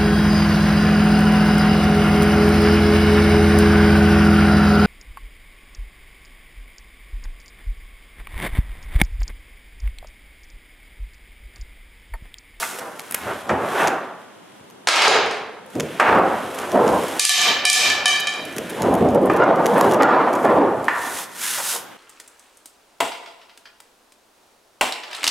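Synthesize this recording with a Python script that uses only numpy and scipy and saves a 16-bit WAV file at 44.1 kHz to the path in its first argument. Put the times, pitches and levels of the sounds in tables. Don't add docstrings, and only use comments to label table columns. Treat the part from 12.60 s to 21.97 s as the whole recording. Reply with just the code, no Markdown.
import sys
import numpy as np
from scipy import signal
from scipy.fft import rfft, irfft, next_fast_len
from scipy.io import wavfile
from scipy.ndimage import uniform_filter1d, minimum_filter1d, map_coordinates

SR = 44100
rng = np.random.default_rng(int(sys.argv[2]) if len(sys.argv) > 2 else 0)


def wrap_up_sound(samples):
    columns = np.atleast_2d(samples).T
    tamed = np.clip(columns, -1, 1)
    steps = np.round(tamed * 32767).astype(np.int16)
    wavfile.write(sys.argv[1], SR, steps)


N = 413216

# (frequency [multiple of the centre], level [dB])
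SHEET_SPECTRUM = [(.08, -41), (.2, -10), (.5, 0), (1, 2.5), (2, -2.5), (4, -22), (10, -45.5), (40, -66)]
PUMP_SPECTRUM = [(.2, -41), (.5, 6.5), (1, -10), (1.6, -0.5), (3, -15), (10, -70)]
# (time [s], level [dB], rumble centre [Hz])
MURMUR = [(0.0, -34.5, 810), (0.3, -45, 620), (0.49, -58, 650), (1.05, -34, 620), (1.49, -43, 700),
          (1.6, -70, 650), (2.0, -69, 302), (2.5, -43, 300), (3.1, -47.5, 403), (3.84, -33.5, 537),
          (4.57, -31.5, 574), (4.62, -64, 600), (4.82, -52, 650), (4.9, -31.5, 800), (5.75, -36, 770),
          (5.86, -36.5, 300), (6.15, -37.5, 333), (6.7, -27, 500), (7.7, -30.5, 730), (8.26, -31, 544),
          (8.56, -37.5, 800), (8.74, -58, 850), (8.96, -38, 930), (9.37, -58, 700)]
# (peak time [s], level [dB], rumble centre [Hz], rise [s], fall [s], air level [dB])
HEAVES = [(0.222, -32, 740, 0.071, 0.31, -48), (0.712, -26.5, 760, .2, 0.13, -32),
          (0.92, -19.5, 515, 0.054, 0.27, -24.5), (1.27, -16, 750, 0.34, 0.21, -37),
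          (3.158, -20, 276, 0.014, 0.22, -45), (3.415, -10, 830, 0.012, 0.33, -46),
          (3.5, -17, 594, .07, 0.4, -25), (3.6, -7, 583, .14, .11, -30),
          (4.038, -26.5, 840, 0.058, 0.11, -42), (4.16, -7, 480, 0.028, 0.26, -41),
          (4.33, -16, 440, 0.28, 0.14, -25), (4.88, -23, 800, 0.23, 0.14, -38.5),
          (5.08, -24.5, 920, 0.087, 0.039, -60), (5.21, -30.5, 660, 0.22, .06, -43),
          (5.99, -28, 330, 0.052, 0.25, -44), (6.26, -14.5, 440, 0.11, 0.72, -22),
          (6.43, -11, 322, 0.045, 0.25, -19), (6.56, -9, 378, 0.022, 0.29, -28),
          (6.83, -3, 634, 0.045, 0.15, -36), (6.92, -4, 500, .2, 0.15, -43),
          (7.18, -11, 610, 0.069, .2, -38), (7.28, -10, 480, 0.36, 0.29, -45),
          (7.412, -4, 650, 0.027, 0.38, -36), (7.86, -9, 576, 0.037, 0.31, -27),
          (8.04, -13, 456, 0.48, 0.19, -36), (8.35, -29, 944, .06, 0.42, -58),
          (9.15, -34.5, 725, 0.042, 0.21, -65)]
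# (time [s], level [dB], pitch [Hz])
SNAPS = [(0.025, -7, 1590), (0.546, -18, 1990), (0.667, -15, 875), (0.949, -18, 626), (1.196, -3.5, 1433),
         (1.274, -10, 690), (2.008, -31, 151), (4.145, -0.5, 424), (4.283, -15, 400), (4.508, -21, 470),
         (4.857, -7.5, 2375), (5.964, -13, 305), (6.227, -8, 505), (6.284, -1, 460), (6.548, -3, 317),
         (6.699, -2, 530), (6.806, 3, 492), (7.169, -6, 696), (7.423, 6, 794), (7.459, 4, 504),
         (7.854, -8, 910), (8.979, -14, 925), (8.999, -11, 1060), (9.157, -18, 970)]
# (time [s], level [dB], sizzle against that level [dB])
TICKS = [(0.187, -18, -8), (0.3938, -18.5, -9), (0.51, -19.5, 4), (0.5437, -10.5, -1), (0.891, -21, -29),
         (1.273, -7, -16), (2.1, -36, -8), (3.152, -26, -18), (3.1983, -8, -15.5), (3.3963, -33, -23),
         (3.9458, -27.5, -1), (3.9865, -16.5, -9), (4.117, -21, -11), (4.2766, -13.5, -23),
         (4.4817, -19, -7), (5.5994, -14, -6), (5.8514, -22.5, -10), (5.964, -21, -8), (5.982, -15.5, -9),
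         (6.097, -24.5, 0), (6.2197, -13.5, -9.5), (6.34, -21, -4), (6.4872, -25, -16),
         (6.5466, -24.5, -7.5), (6.657, -37, 10), (6.712, -28, -8), (6.764, -23, -7), (6.8364, -16, -27),
         (6.9566, -18.5, -10), (7.0583, -10, -11), (7.1803, -23.5, 1), (7.21, -10.5, -11),
         (7.312, -13, -11), (7.336, -16, -9), (7.422, -1, -15), (7.7304, -22, -7), (7.7522, -20, -10),
         (7.8506, -21.5, -11), (8.2425, -24, -7)]
# (start [s], end [s])
PEEL_SPANS = [(3.052, 4.1), (5.852, 8.3)]
# (frequency [Hz], level [dB])
TICK_SPECTRUM = [(600, 4), (2000, 6.5), (4500, -1.5), (7000, 3), (9000, -11.5), (16000, -40)]
SIZZLE_SPECTRUM = [(4000, -38), (8000, -2.5), (11000, 4), (14000, -6), (16000, -16)]
STROKE_SPECTRUM = [(350, -38), (600, -21), (800, 1), (997, 12), (1110, 5), (1400, 12.5), (2530, 7.5),
                   (3290, 7.5), (4440, -0.5), (5840, 0.5), (11000, 1), (14400, -8.5), (15900, -17)]
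# (time [s], level [dB], pressure [0-1])
RUBBING = [(0.0, -21.5, 0.32), (0.338, -46, 0.54), (0.66, -37.5, 0.89), (0.948, -48.5, .77),
           (1.214, -29, 0.94), (1.378, -53, 1), (1.55, -57, 1), (3.04, -62, 0.7), (3.13, -45.5, 0.76),
           (3.3, -43.5, 1), (4.05, -37.5, 0.83), (4.59, -31.5, 0.77), (4.62, -66, 1), (5.75, -45, 1),
           (5.95, -42, 0.93), (6.21, -39, 0.93), (6.81, -50.5, 0.9), (7.3, -31.5, 0.75), (7.44, -62, 0.9),
           (7.85, -37.5, 0.4), (8.07, -50, 0.03), (8.3, -44.5, 1), (9.37, -54, 0.96)]
# (peak time [s], level [dB], pressure [0-1], rise [s], fall [s])
SWISHES = [(8.45, -30, 0.42, 0.14, 0.11), (8.59, -23.5, 0.31, 0.15, 0.081), (8.91, -19.5, 0.4, 0.18, 0.18),
           (9.085, -17.5, .28, 0.093, 0.13)]
# (time [s], ring level [dB], crack level [dB])
EDGE_HITS = [(.893, -39, -14), (3.398, -41, 1), (6.698, -21, -14.5), (7.172, -34, -25), (7.855, -32, -37),
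             (8.282, -15.5, -10.5)]
BENCH_HITS = [(2.272, -36, -1), (2.286, -27, 13.5), (2.293, -28, 2), (2.36, -26, 2), (2.42, -22, -1),
              (2.48, -6.5, -6.5), (2.66, -26, -25), (2.71, -41, -22), (2.77, -58, -32)]
FLOOR_HITS = [(4.595, -11, 11), (4.651, -5, 19), (4.693, -1, 12), (4.78, -9.5, -21), (4.815, -29, -5),
              (5.052, -0.5, 7.5), (5.07, -9, -10), (5.099, -7, 12.5), (5.13, -32, 8.5), (5.16, -11.5, -4.5),
              (5.21, -23, -22), (5.3, -15.5, -22.5), (5.457, -7.5, -9), (5.48, -16, -10), (5.56, -25, -25),
              (5.671, -18, -23), (5.738, -27, -41)]
# (frequency [Hz], bandwidth [Hz], level [dB])
EDGE_MODES = [(600, 130, -12), (1014, 77, 3.5), (1180, 120, -8), (1235, 17, -1), (1490, 33, -28),
              (1810, 55, 3.5)]
BENCH_DOWEL_MODES = [(436, 57, -2), (802, 160, -8), (2540, 80, -12), (3940, 60, -13), (4650, 140, -14),
                     (5070, 75, -12), (6140, 83, -12), (6970, 120, -14), (8030, 200, -20), (9520, 120, -20)]
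FLOOR_DOWEL_MODES = [(730, 22, -10), (1176, 30, -8), (1747, 22, 0), (2329, 22, 0), (2410, 22, 0),
                     (3007, 25, -3), (3132, 25, 0), (3242, 25, -8), (3707, 25, -6), (3912, 35, -4),
                     (4549, 40, -8), (4797, 40, -9), (5325, 45, -8), (5700, 45, -11), (6152, 45, -10),
                     (6660, 70, -12), (7040, 70, -13), (7660, 90, -13), (8840, 140, -14), (9670, 150, -16),
                     (10700, 110, -20)]
# (frequency [Hz], level [dB])
EDGE_CRACK = [(150, -54), (500, -4), (1000, 4.5), (1900, -3), (2600, -8.5), (4000, -26), (8000, -30),
              (16000, -44)]
BENCH_CRACK = [(150, -24), (400, -2), (800, 7), (2500, 5.5), (5000, 1), (10000, -9.5), (16000, -40)]
FLOOR_CRACK = [(300, -54), (1000, -14), (2200, 5.5), (5000, 10.5), (9000, 10), (12000, 1), (16000, -45)]
# (frequency [Hz], time to fall 60 dB [s])
REVERB_T60 = [(150, 1), (500, 1), (1500, 0.99), (4000, 0.73), (10000, 0.29), (16000, 0.77)]
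# (frequency [Hz], level [dB])
ROOM_TONE_SPECTRUM = [(15, -72), (25, -46), (96, -10), (145, -9.5), (180, -4.5), (438, -8.5), (884, -13),
                      (1010, -12.5), (2210, -26.5), (3230, -24), (4120, -31.5), (10000, -36), (15900, -61)]
# (frequency [Hz], side minus mid [dB])
STEREO_WIDTH = [(60, -58), (110, -22), (200, -11), (380, -8), (700, -7), (1290, -7.5), (2380, -6.5),
                (4400, -3), (8120, -1.5), (15000, 8)]


def flexing_sheet():
    pump_hz, pump_under_db, pump_fall_ratio = 137, -14, 0.74
    murmur, murmur_hz = automation(MURMUR)
    murmur = murmur * amp(2.04 * wobble(9))
    peak_s, db, heave_hz, rise, fall, air_db = np.transpose(HEAVES)
    heaves = swells(peak_s, db, rise, fall, order=1)
    puffs = swells(peak_s, air_db, rise, fall * pump_fall_ratio, order=1)
    gain, centre_hz = blend(murmur, murmur_hz, heaves, heave_hz)
    air_gain, air_hz = blend(murmur * amp(pump_under_db), pump_hz, puffs, np.full(len(peak_s), pump_hz))
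    return rumble(gain, centre_hz, SHEET_SPECTRUM) + rumble(air_gain, air_hz, PUMP_SPECTRUM)


def rumble(gain, centre_hz, spectrum):
    buckles = rng.standard_normal((2, N)) * amp(1.2 * wobble(45))
    hz, t, frames = signal.stft(buckles, SR, nperseg=1024)
    frame_centre = centre_hz[np.minimum((t * SR).astype(int), N - 1)]
    tone = amp(along(spectrum, hz[:, None] / frame_centre))
    patches = uniform_filter1d(rng.standard_normal(tone.shape), size=2, axis=0)
    patches = uniform_filter1d(patches, size=5, axis=1)
    tone = tone * amp(2.54 * unit(patches))
    mid_side = signal.istft(frames * tone / np.linalg.norm(tone, axis=0), SR, nperseg=1024)[1][:, :N]
    return gain * unit(mid_side)


def buckling_snaps():
    attack_s, t60_s = 0.0015, 0.087
    out, t = np.zeros(N + SR), np.arange(SR // 4) / SR
    attack = 1 - np.exp(-t / attack_s)
    for (s, db, hz), (spread, phase) in zip(SNAPS, rng.standard_normal((len(SNAPS), 2, 40))):
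        mode_hz = hz * np.exp(.33 * spread)
        ring = np.sin(2 * np.pi * np.outer(mode_hz, t) + 3 * phase[:, None]).sum(0)
        out[round(s * SR):][:len(t)] += amp(db - 23.5 - 60 * t / t60_s) * attack * ring
    return out[:N]


def edge_slaps():
    return struck(EDGE_HITS, EDGE_MODES, EDGE_CRACK, crack_t60_s=0.096)


def peeling_ticks():
    tick_t60_s, faint_t60_s, stutter_s, peels_per_s = 0.015, 0.011, 0.0132, 8.6
    ticks = [(*row, tick_t60_s) for row in TICKS]
    stutters = [(s + stutter_s * late, db - 2 - 3 * weak, sizzle_db, faint_t60_s)
                for (s, db, sizzle_db), draws in zip(TICKS, rng.random((len(TICKS), 2, 2)))
                for late, weak in draws]
    peels = [(rng.uniform(start, end), rng.normal(-36, 6), -1, faint_t60_s)
             for start, end in PEEL_SPANS for _ in range(round(peels_per_s * (end - start)))]
    envelopes, t = np.zeros((2, N + SR)), np.arange(SR // 8) / SR
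    attack = 1 - np.exp(-t / 0.00054)
    for s, db, sizzle_db, t60 in ticks + stutters + peels:
        burst = amp(db - 60 * t / t60) * attack
        envelopes[:, round(s * SR):][:, :len(t)] += burst * amp([[0], [sizzle_db]])
    body = envelopes[0, :N] * coloured(rng.standard_normal(N), TICK_SPECTRUM)
    sizzle = envelopes[1, :N] * coloured(rng.standard_normal(N), SIZZLE_SPECTRUM)
    return amp(-5.5) * body + amp(-1.5) * sizzle


def rubbing_hands():
    peak_s, db, push, rise, fall = np.transpose(SWISHES)
    gain, pressure = blend(*automation(RUBBING), swells(peak_s, db, rise, fall, order=2), push)
    grain = amp(1.3 * wobble(300) + .8 * wobble(13))
    stroke = coloured(rng.standard_normal((2, N)) * grain, STROKE_SPECTRUM)
    body = filtered(stroke, lambda hz: 1 / (1 + (hz / 4000) ** 6))
    hiss = stroke - body
    return gain * amp(-1.0) * (hiss + amp(26.4 * pressure - 19) * body)


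def dowel_on_bench():
    return struck(BENCH_HITS, BENCH_DOWEL_MODES, BENCH_CRACK, crack_t60_s=0.028)


def dowel_on_floor():
    return struck(FLOOR_HITS, FLOOR_DOWEL_MODES, FLOOR_CRACK, crack_t60_s=0.017)


def struck(hits, modes, crack_spectrum, crack_t60_s):
    direct, sends, t = np.zeros(N + SR), np.zeros((3, N + SR)), np.arange(SR // 3) / SR
    hz, width, mode_db = np.transpose(modes)
    partials = np.exp(np.outer(2j * np.pi * hz - np.pi * width, t))
    attack = 1 - np.exp(-t / 0.00053)
    treble_octaves = np.maximum(np.log2(hz / 2000), 0)
    crack_tone = amp(along(crack_spectrum, np.fft.rfftfreq(len(t), 1 / SR)))
    for k, (s, ring_db, crack_db) in enumerate(hits):
        dull_db = 0.17 * min(ring_db, 0) * treble_octaves
        swing = amp(mode_db + ring_db + dull_db + rng.normal(0, 2, len(hz))) * width / 30
        phases = np.exp(2j * np.pi * rng.random(len(hz)))
        ring = attack * np.real(swing * phases @ partials)
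        noise = coloured(rng.standard_normal(len(t)), crack_spectrum)
        crack = attack * amp(crack_db - 60 * t / crack_t60_s) * noise
        diffuse = irfft(np.exp(1j * np.angle(rfft(crack))) * crack_tone, len(t)) * amp(-60 * t / .15)
        diffuse *= np.linalg.norm(crack) / np.linalg.norm(diffuse)
        direct[round(s * SR):][:len(t)] += ring + crack
        sends[k % len(sends), round(s * SR):][:len(t)] += ring + diffuse
    return direct[:N], sum(workshop_reverb(send[:N]) for send in sends)


def workshop_reverb(send):
    hz, t, frames = signal.stft(rng.standard_normal((2, SR + SR // 2)), SR, nperseg=256)
    decay = amp(-60 * t / along(REVERB_T60, hz)[:, None])
    tail = signal.istft(frames * decay, SR, nperseg=256)[1]
    predelayed = np.pad(send, (250, 0))[None]
    wet = signal.fftconvolve(predelayed, tail / np.linalg.norm(tail[0]), axes=1)[:, :N]
    return stereo(wet, narrower_db=5)


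def room_tone():
    return stereo(coloured(rng.standard_normal((2, N)), ROOM_TONE_SPECTRUM), narrower_db=-7.5)


def amp(db):
    return 10 ** (np.asarray(db) / 20)


def unit(x):
    return x / np.sqrt(np.mean(x ** 2) + 1e-20)


def along(points, hz):
    knots, values = np.transpose(points)
    return np.interp(np.log(hz + 1e-3), np.log(knots), values)


def automation(rows):
    s, db, control = np.transpose(rows)
    t = np.arange(N) / SR
    return amp(np.interp(t, s, db)), np.interp(t, s, control)


def swells(peak_s, db, rise_s, fall_s, order):
    late = np.arange(0, N, 32) / SR - peak_s[:, None]
    span = np.where(late < 0, rise_s[:, None], fall_s[:, None]) + 1e-3
    return amp(db[:, None] - 20 * (np.abs(late) / span) ** order)


def blend(bed, bed_control, swell_gains, swell_controls):
    per_sample = lambda v: np.interp(np.arange(N), np.arange(0, N, 32), v)
    power = bed ** 2 + per_sample((swell_gains ** 2).sum(0))
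    control = (bed ** 2 * bed_control + per_sample(swell_controls @ swell_gains ** 2)) / power
    return np.sqrt(power), control


def wobble(knots_per_s):
    knots = rng.standard_normal(int(N * knots_per_s / SR) + 4)
    return map_coordinates(knots, [np.arange(N) * knots_per_s / SR])


def filtered(x, response):
    size = next_fast_len(x.shape[-1] + 8192)
    return irfft(rfft(x, size) * response(np.fft.rfftfreq(size, 1 / SR)), size)[..., :x.shape[-1]]


def coloured(x, spectrum):
    return unit(filtered(x, lambda hz: amp(along(spectrum, hz))))


def stereo(mid_side, narrower_db):
    mid, side = mid_side
    side = filtered(side, lambda hz: amp(along(STEREO_WIDTH, hz) - narrower_db))
    return np.array([mid + side, mid - side])


def scene():
    sheet, hands = flexing_sheet(), rubbing_hands()
    snaps, ticks = buckling_snaps(), peeling_ticks()
    bench, bench_wet = dowel_on_bench()
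    floor, floor_wet = dowel_on_floor()
    slaps, slaps_wet = edge_slaps()
    background = amp(-49) * room_tone()
    direct = stereo(sheet, narrower_db=10.5) + stereo(hands, narrower_db=11.5)
    direct += snaps + ticks + bench + floor + slaps
    send = amp(-13.5) * sheet[0] + amp(-12.5) * hands[0] + amp(-6) * snaps + amp(-13) * ticks
    wet = workshop_reverb(send) + amp(0.8) * bench_wet + amp(-0.5) * floor_wet + amp(-3.1) * slaps_wet
    return (direct + wet) * amp([[-.3], [.3]]) + background


def record(dry):
    low_cut_hz, high_cut_hz = 75, 15800
    threshold_db, release_db_per_s, ceiling = -12.5, 100, .78
    heard = filtered(dry, lambda hz: (1j * hz / (low_cut_hz + 1j * hz)) ** 3)
    recent_power = uniform_filter1d(np.mean(heard ** 2, 0), size=301, origin=150)
    recent_db = 10 * np.log10(np.abs(recent_power) + 1e-12)
    duck_db = np.minimum(threshold_db - recent_db, 0)
    climb_db = release_db_per_s * np.arange(N) / SR
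    ducked = heard * amp(np.minimum.accumulate(duck_db - climb_db) + climb_db)
    limiter_gain = np.minimum(ceiling / (np.abs(ducked).max(0) + 1e-9), 1)
    limited = ducked * uniform_filter1d(minimum_filter1d(limiter_gain, size=61), size=41)
    return filtered(limited, lambda hz: hz < high_cut_hz)


dry = scene()
out = record(dry)
wrap_up_sound(out)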